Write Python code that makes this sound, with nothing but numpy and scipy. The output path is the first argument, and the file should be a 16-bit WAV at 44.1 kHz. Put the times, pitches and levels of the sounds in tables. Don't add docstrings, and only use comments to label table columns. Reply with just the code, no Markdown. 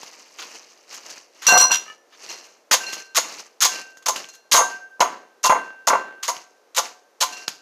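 import sys
import numpy as np
from scipy import signal
from scipy.fft import rfft, irfft, next_fast_len
from scipy.io import wavfile

SR = 44100
rng = np.random.default_rng(int(sys.argv[2]) if len(sys.argv) > 2 else 0)


def wrap_up_sound(samples):
    columns = np.atleast_2d(samples).T
    tamed = np.clip(columns, -1, 1)
    steps = np.round(tamed * 32767).astype(np.int16)
    wavfile.write(sys.argv[1], SR, steps)


N = 335601


def from_db(db):
    return 10 ** (np.asarray(db) / 20)


def unit_rms(x):
    return x / np.sqrt(np.mean(x ** 2) + 1e-20)


def coloured(x, spectrum):
    f_hz, level_db = np.transpose(spectrum)
    grid_hz = np.linspace(1, SR / 2, 513)
    gain = from_db(np.interp(np.log(grid_hz), np.log(f_hz), level_db, left=-45))
    cepstrum = np.fft.irfft(np.log(gain))
    cepstrum[1:512] *= 2
    cepstrum[513:] = 0
    fir = np.fft.irfft(np.exp(np.fft.rfft(cepstrum)))
    return signal.oaconvolve(x, fir / np.sqrt(np.sum(fir ** 2)))[:N]


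def cracks(per_s, spread_db):
    sizes = from_db(spread_db * np.minimum(rng.exponential(1, N), 4)) * rng.standard_normal(N)
    return unit_rms(sizes * (rng.random(N) < per_s / SR))


def ring(clicks, f_hz, t60_s):
    r, w = from_db(-60 / (t60_s * SR)), 2 * np.pi * f_hz / SR
    return signal.lfilter([0, np.sin(w)], [1, -2 * r * np.cos(w), r * r], clicks + 1e-18)


def shards(per_s, spread_db, cycles, spectrum):
    clicks = cracks(per_s, spread_db)
    pitch_index = rng.integers(0, 18, N)
    pitches_hz = np.geomspace(900, 15000, 18)
    rings = sum(ring(clicks * (pitch_index == k), hz, cycles / hz) * hz
                for k, hz in enumerate(pitches_hz))
    return unit_rms(coloured(rings, spectrum))


def add_burst(envelope, start_s, level_db, swell_s, hold_s, t60_s):
    i = round(start_s * SR)
    t = np.arange(min(SR // 2, N - i)) / SR
    rise = np.clip(t / max(swell_s, 1e-4), 0, 1)
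    decay_db = 60 * np.maximum(t - swell_s - hold_s, 0) / t60_s
    envelope[i:i + len(t)] += from_db(level_db - 15 * (1 - rise) - decay_db)


# f/Hz, level/dB
HUSH_SPECTRUM = [(59, -65), (100, -28), (162, -20), (467, 1.5), (1430, -10.5), (2810, -17.5), (3540, -19),
                 (6390, -16.5), (8060, -26.5), (15500, -30)]


def hush():
    return from_db(-60) * coloured(rng.standard_normal(N), HUSH_SPECTRUM)


def kitchen(x, t60_s=0.35, wall_cut_hz=15200):
    size = next_fast_len(N + SR)
    f_hz = np.arange(size // 2 + 1) * SR / size
    bin_t60_s = t60_s / np.sqrt(1 + (f_hz / wall_cut_hz) ** 2)
    lags_s = np.geomspace(.011, .043, 12) * rng.uniform(.96, 1.04, 12)
    response = 0
    for k, lag_s in enumerate(lags_s):
        round_trip = from_db(-60 * lag_s / bin_t60_s) * np.exp(-2j * np.pi * f_hz * lag_s)
        response += (-1) ** k * round_trip / (1 - round_trip)
    return irfft(rfft(x, size) * response, size)[:N]


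# t/s, level/dB
STIR_CURVE = [(0, -44.5), (.37, -52.5), (.402, -39), (.56, -43), (.62, -50), (.858, -59.5), (.944, -37),
              (1.024, -50), (1.106, -39.5), (1.312, -62.5), (1.42, -47.5), (1.932, -52), (2.014, -80),
              (2.302, -35.5), (2.572, -62), (2.7, -78)]
# t/s, level/dB, hold/s
SETTLE_BURSTS = [(2.78, -38, .16), (3.2, -40, .16), (3.68, -35, .06), (4.12, -37, .03), (4.66, -41.5, .01),
                 (5.08, -50, .01), (5.61, -55, .01), (6.31, -40.5, .01), (6.81, -41, .01), (7.24, -46, .16),
                 (7.47, -50, .01)]
# f/Hz, level/dB
CRUMB_SPECTRUM = [(710, -19), (1200, -9.5), (1470, -17), (1750, -5.5), (2860, -1), (3430, -12), (4380, -2),
                  (6310, 0.5), (8700, -19), (15500, -24.5)]


def rustle(clumps_per_s=45, clump_db=2.2):
    stir_s, stir_db = np.transpose(STIR_CURVE)
    tick_env = from_db(np.interp(np.arange(N) / SR, stir_s, stir_db, right=-120))
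    for t_s, level_db, hold_s in SETTLE_BURSTS:
        add_burst(tick_env, t_s, level_db, swell_s=.04, hold_s=hold_s, t60_s=.34)
    clump_samples = np.arange(0, N + SR, SR / clumps_per_s)
    slip_db = clump_db * rng.standard_normal(len(clump_samples))
    tick_env *= from_db(np.interp(np.arange(N), clump_samples, slip_db))
    hollow_env = from_db(-7) * tick_env
    for t_s, level_db, hold_s, _ in BOWL_THUDS:
        add_burst(hollow_env, t_s, level_db - 27, swell_s=0, hold_s=hold_s, t60_s=.55)
    hollow_band = signal.butter(2, [300, 1400], "band", fs=SR, output="sos")
    hollow = unit_rms(signal.sosfilt(hollow_band, cracks(per_s=4000, spread_db=3.4)))
    ticks = shards(per_s=11000, spread_db=2.2, cycles=12, spectrum=CRUMB_SPECTRUM)
    return tick_env * ticks + hollow_env * hollow


# t/s, level/dB
MASHER_SHIFTS = [(1.858, -50.5), (1.880, -40.5), (1.900, -37.5), (2.125, -55)]
# f/Hz, level/dB, t60/s
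WIRE_MODES = [(1276, 2, 0.14), (1760, 1, 0.14), (2324, -7, .15), (2900, 0, 0.12)]


def masher():
    clicks = np.zeros(N)
    for t_s, level_db in MASHER_SHIFTS:
        clicks[round(t_s * SR)] = from_db(level_db)
    return sum(from_db(db) * ring(clicks, hz, t60_s) for hz, db, t60_s in WIRE_MODES)


# t/s, level/dB, hold/s, wire ring/dB
BOWL_THUDS = [(1.478, -14, .042, -14), (1.524, -12.5, .058, -25), (1.597, -23, .049, -45),
              (1.698, -25, .022, -45), (2.711, -19, .036, -26), (3.17, -13, .012, -24),
              (3.63, -21.5, .03, -17), (4.06, -22.5, .0075, -45), (4.081, -21, .016, -26.5),
              (4.539, -9, .024, -14), (4.574, -16, .046, -15), (5.004, -7, .006, -28),
              (5.02, -12, .006, -45), (5.045, -22, .015, -50), (5.438, -17.5, .028, -30),
              (5.496, -9, .01, -27), (5.518, -10, .008, -45), (5.55, -18, .02, -50),
              (5.872, -10.5, .012, -45), (5.9, -10, .01, -43), (5.926, -9, .008, -50),
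              (5.945, -17, .01, -50), (6.28, -22, .02, -25), (6.768, -19, .029, -30),
              (7.208, -22, .028, -34)]
# f/Hz, level/dB, t60/s
TABLE_MODES = [(400, -20, .05), (511, -9.5, 0.039), (690, -6, 0.038), (861, -4, 0.034), (965.4, -3, 0.058),
               (1034, -6, 0.12), (1150, -3.5, 0.056), (1400, -5.5, 0.025), (2068, -4.5, 0.01)]


def thuds():
    force = np.zeros(N)
    for t_s, level_db, hold_s, _ in BOWL_THUDS:
        add_burst(force, t_s, level_db, swell_s=0, hold_s=hold_s, t60_s=.04)
    force *= cracks(per_s=4000, spread_db=2)
    return from_db(-23) * sum((-1) ** k * from_db(db) * ring(force, hz, t60_s)
                              for k, (hz, db, t60_s) in enumerate(TABLE_MODES))


# t/s, level/dB, favoured f/Hz, loss away from it/(dB/octave), rim twin offset/dB
WIRE_TAPS = [(1.468, -1, 5850, 24, -20), (1.469, -12, 2750, 20, -20), (1.484, -8, 1560, 13, -20),
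             (1.485, -8, 4209, 26, -9), (1.524, -6, 730, 4, -12), (1.525, -9, 5850, 16, -9),
             (1.553, -13, 730, 7, -3), (1.577, -3, 5850, 24, -4), (1.578, -15, 2750, 20, -4),
             (1.612, -9, 5850, 20, -3), (1.62, -20, 2750, 12, -3), (1.709, -19.5, 2750, 10, 3),
             (1.717, -15, 5850, 12, 3), (1.744, -24, 5850, 8, -5), (2.290, -41, 4209, 9, -5),
             (2.805, -30, 1560, 16, -14), (2.835, -33, 2750, 24, -3), (2.866, -29, 4209, 24, -3),
             (3.640, -33, 730, 9, -3), (3.690, -35, 1560, 14, -13), (3.720, -33, 2750, 20, -13),
             (4.165, -45, 2050, 6, -5), (4.288, -45, 3700, 12, -3), (4.545, -23.5, 1560, 13, 0),
             (4.605, -33, 730, 12, 3), (5.006, -33.5, 730, 6, -10), (5.441, -26, 2750, 22, -5),
             (5.499, -27, 1560, 20, -12), (5.900, -27, 1560, 20, -18), (5.905, -37, 2750, 20, -9),
             (6.283, -41.5, 730, 6, -5), (6.770, -36, 730, 12, -6), (7.215, -37.5, 730, 6, -6),
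             (7.326, -38, 2750, 7, -10)]
# f/Hz, level/dB, t60/s
BOWL_FAMILIES = [
    [(730, 2, 0.56)],
    [(1558, -1, 1)],
    [(1568, 2.5, 0.82)],
    [(2753, 0.5, 0.6), (2770, -10, .5)],
    [(4210, 1.5, 0.5)],
    [(5850, 3.5, .45), (5777, -4, 0.51), (7625, -10, 0.4), (9600, -20, 0.42), (11700, -18, 0.35),
     (13790, -20, .35), (15300, -26, .3)],
]
# f/Hz, level/dB, t60/s
MASHER_RING_MODES = [(6300, -9, .22), (6410, -1, 0.28), (6510, -4.5, 0.2), (6640, -7, 0.25),
                     (6880, -5, 0.2), (8670, -19, 0.2), (9485, -20, 0.15), (10260, -16, .12),
                     (10070, -12, .13), (12400, -22, .15), (14160, -16, .14)]


def glass_and_wire(lean_until_s=1.8, lean_t60_ratio=0.43, chatter_t60_s=.12, twin_family=2):
    tap_s, tap_db, favoured_hz, loss_db_per_oct, twin_db = np.transpose(WIRE_TAPS)
    knock_s, _, _, wire_db = np.transpose(BOWL_THUDS)
    freed = round(lean_until_s * SR)
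    tap_chatter_db, knock_chatter_db = np.where(np.arange(N) < freed, -32, -43), -29
    strikes = []
    for k, modes in enumerate(BOWL_FAMILIES):
        octaves_off = np.abs(np.log2(modes[0][0] / favoured_hz))
        family_db = tap_db - loss_db_per_oct * octaves_off + twin_db * (k == twin_family)
        strikes.append((tap_s, family_db, tap_chatter_db, modes))
    strikes.append((knock_s, wire_db, knock_chatter_db, MASHER_RING_MODES))
    chatter = cracks(per_s=500, spread_db=2.3)
    fade = from_db(-60 / (chatter_t60_s * SR))
    out = np.zeros(N)
    for t_s, level_db, chatter_db, modes in strikes:
        clicks = np.zeros(N)
        clicks[np.round(t_s * SR).astype(int)] = from_db(level_db)
        chatter_env = signal.lfilter([0, 1], [1, -fade], clicks + 1e-18)
        clicks += from_db(chatter_db) * chatter * chatter_env
        for hz, db, t60_s in modes:
            out[:freed] += from_db(db) * ring(clicks[:freed], hz, t60_s * lean_t60_ratio)
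            out[freed:] += from_db(db) * ring(clicks[freed:], hz, t60_s)
    return out


# t/s, level/dB, f/Hz
SNAPS_AND_KNOCKS = [(0.032, -27, 950), (0.977, -29, 6710), (1.176, -30.5, 1810), (2.264, -22, 5100),
                    (2.314, -21.5, 6430), (2.713, -5, 1600), (2.931, -15.5, 2750), (3.972, -33.5, 1570),
                    (4.024, -42, 1560), (4.161, -12, 2900), (4.244, -22.5, 3230), (4.520, -4, 3100),
                    (4.540, -6, 1035), (4.996, -22, 1055), (5.006, -4, 1035), (5.496, -3, 1040),
                    (5.904, -8.5, 1150), (6.366, -36, 970), (6.367, -21, 2980), (6.384, -33.5, 6580),
                    (7.325, -23.5, 5850), (7.335, -28, 2750), (7.481, -1.5, 5000)]


def snaps_and_knocks(cycles=10, length=2000):
    out, click = np.zeros(N + length), signal.unit_impulse(length)
    for t_s, level_db, f_hz in SNAPS_AND_KNOCKS:
        i = round(t_s * SR)
        out[i:i + length] += from_db(level_db) * (ring(click, f_hz, cycles / f_hz) + 0.6 * click)
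    return out[:N]


# t/s, level/dB, swell/s, hold/s, treble offset/dB
CRUSH_BURSTS = [(0.027, -35, 0.0028, .006, -6.5), (0.385, -29.5, 0.0027, 0.011, -12),
                (0.417, -28, .003, 0.0086, -13.5), (0.939, -34.5, .003, 0.0069, -2),
                (1.094, -41, .003, .01, 0), (2.112, -45, 0.015, 0.025, -13),
                (1.418, -28, 0.0034, 0.057, -8), (1.467, -11, 0.0005, 0.025, 0),
                (1.578, -12.5, .002, 0.012, 0.5), (1.710, -17, 0.0077, 0.037, -7.5),
                (2.712, -9.5, 0.0005, 0.03, -2), (2.922, -29, 0.0084, 0.0095, -1),
                (3.148, -12, 0.021, 0.0095, -1.5), (3.605, -9, 0.021, 0.024, 0),
                (3.969, -45.5, .002, .004, -2), (4.023, -46, .002, .003, -5), (4.33, -48, .01, .016, 1),
                (4.058, -20, 0.0032, 0.0079, -0.5), (4.081, -25, 0.003, 0.006, 4),
                (4.158, -25, .002, 0.0038, -3), (4.285, -42, .002, 0.0047, -1),
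                (4.514, -7, 0.008, 0.042, -1), (5.004, -8, .002, 0.005, -9), (5.431, -21, 0.012, 0.024, 3),
                (5.495, -24, 0.0018, 0.015, -8.5), (5.870, -17, 0.0022, 0.012, 2),
                (6.227, -23, 0.0047, 0.02, -4), (6.274, -26, 0.009, 0.011, 2), (6.746, -30, .003, .015, -3),
                (6.763, -15.5, 0.01, 0.014, -1), (7.204, -16.5, 0.008, 0.017, 1.5),
                (7.324, -37.5, .002, 0.01, -1.5), (7.478, -22, .001, 0.0014, -4.5)]
# f/Hz, level/dB
CHIP_SPECTRUM = [(710, -21.5), (1200, -7.5), (1320, -11), (2510, -12.5), (2740, -9.5), (5790, -5.5),
                 (6580, 0), (8240, -16.5), (14900, -20), (15500, -27.5)]


def crushing(split_hz=4000):
    low_env, high_env = np.zeros((2, N))
    for t_s, level_db, swell_s, hold_s, treble_db in CRUSH_BURSTS:
        add_burst(low_env, t_s, level_db, swell_s, hold_s, t60_s=.08)
        add_burst(high_env, t_s, level_db + treble_db, swell_s, hold_s, t60_s=.09)
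    crunch = shards(per_s=14000, spread_db=2, cycles=11, spectrum=CHIP_SPECTRUM)
    low = signal.sosfilt(signal.butter(2, split_hz, fs=SR, output="sos"), crunch)
    return low_env * low + high_env * (crunch - low)


def scene():
    blows = crushing() + snaps_and_knocks() + masher() + thuds() + glass_and_wire()
    return (hush() + from_db(-23) * kitchen(blows) + rustle() + blows)[None]


def record(dry, bass_cut_hz=150, limit_db=-3.2, release_db_per_s=601, soft_hz=15600, steep_hz=16800):
    x = signal.sosfilt(signal.butter(4, bass_cut_hz, "high", fs=SR, output="sos"), dry)
    over_db = np.maximum(20 * np.log10(np.abs(x) + 1e-9) - limit_db, 0)
    release_db = release_db_per_s * np.arange(N) / SR
    duck_db = np.maximum.accumulate(over_db + release_db, axis=1) - release_db
    x = x * from_db(-duck_db)
    x = signal.sosfilt(signal.cheby2(6, 25, soft_hz, fs=SR, output="sos"), x)
    return signal.sosfilt(signal.cheby2(14, 70, steep_hz, fs=SR, output="sos"), x)


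dry = scene()
out = record(dry)
wrap_up_sound(out)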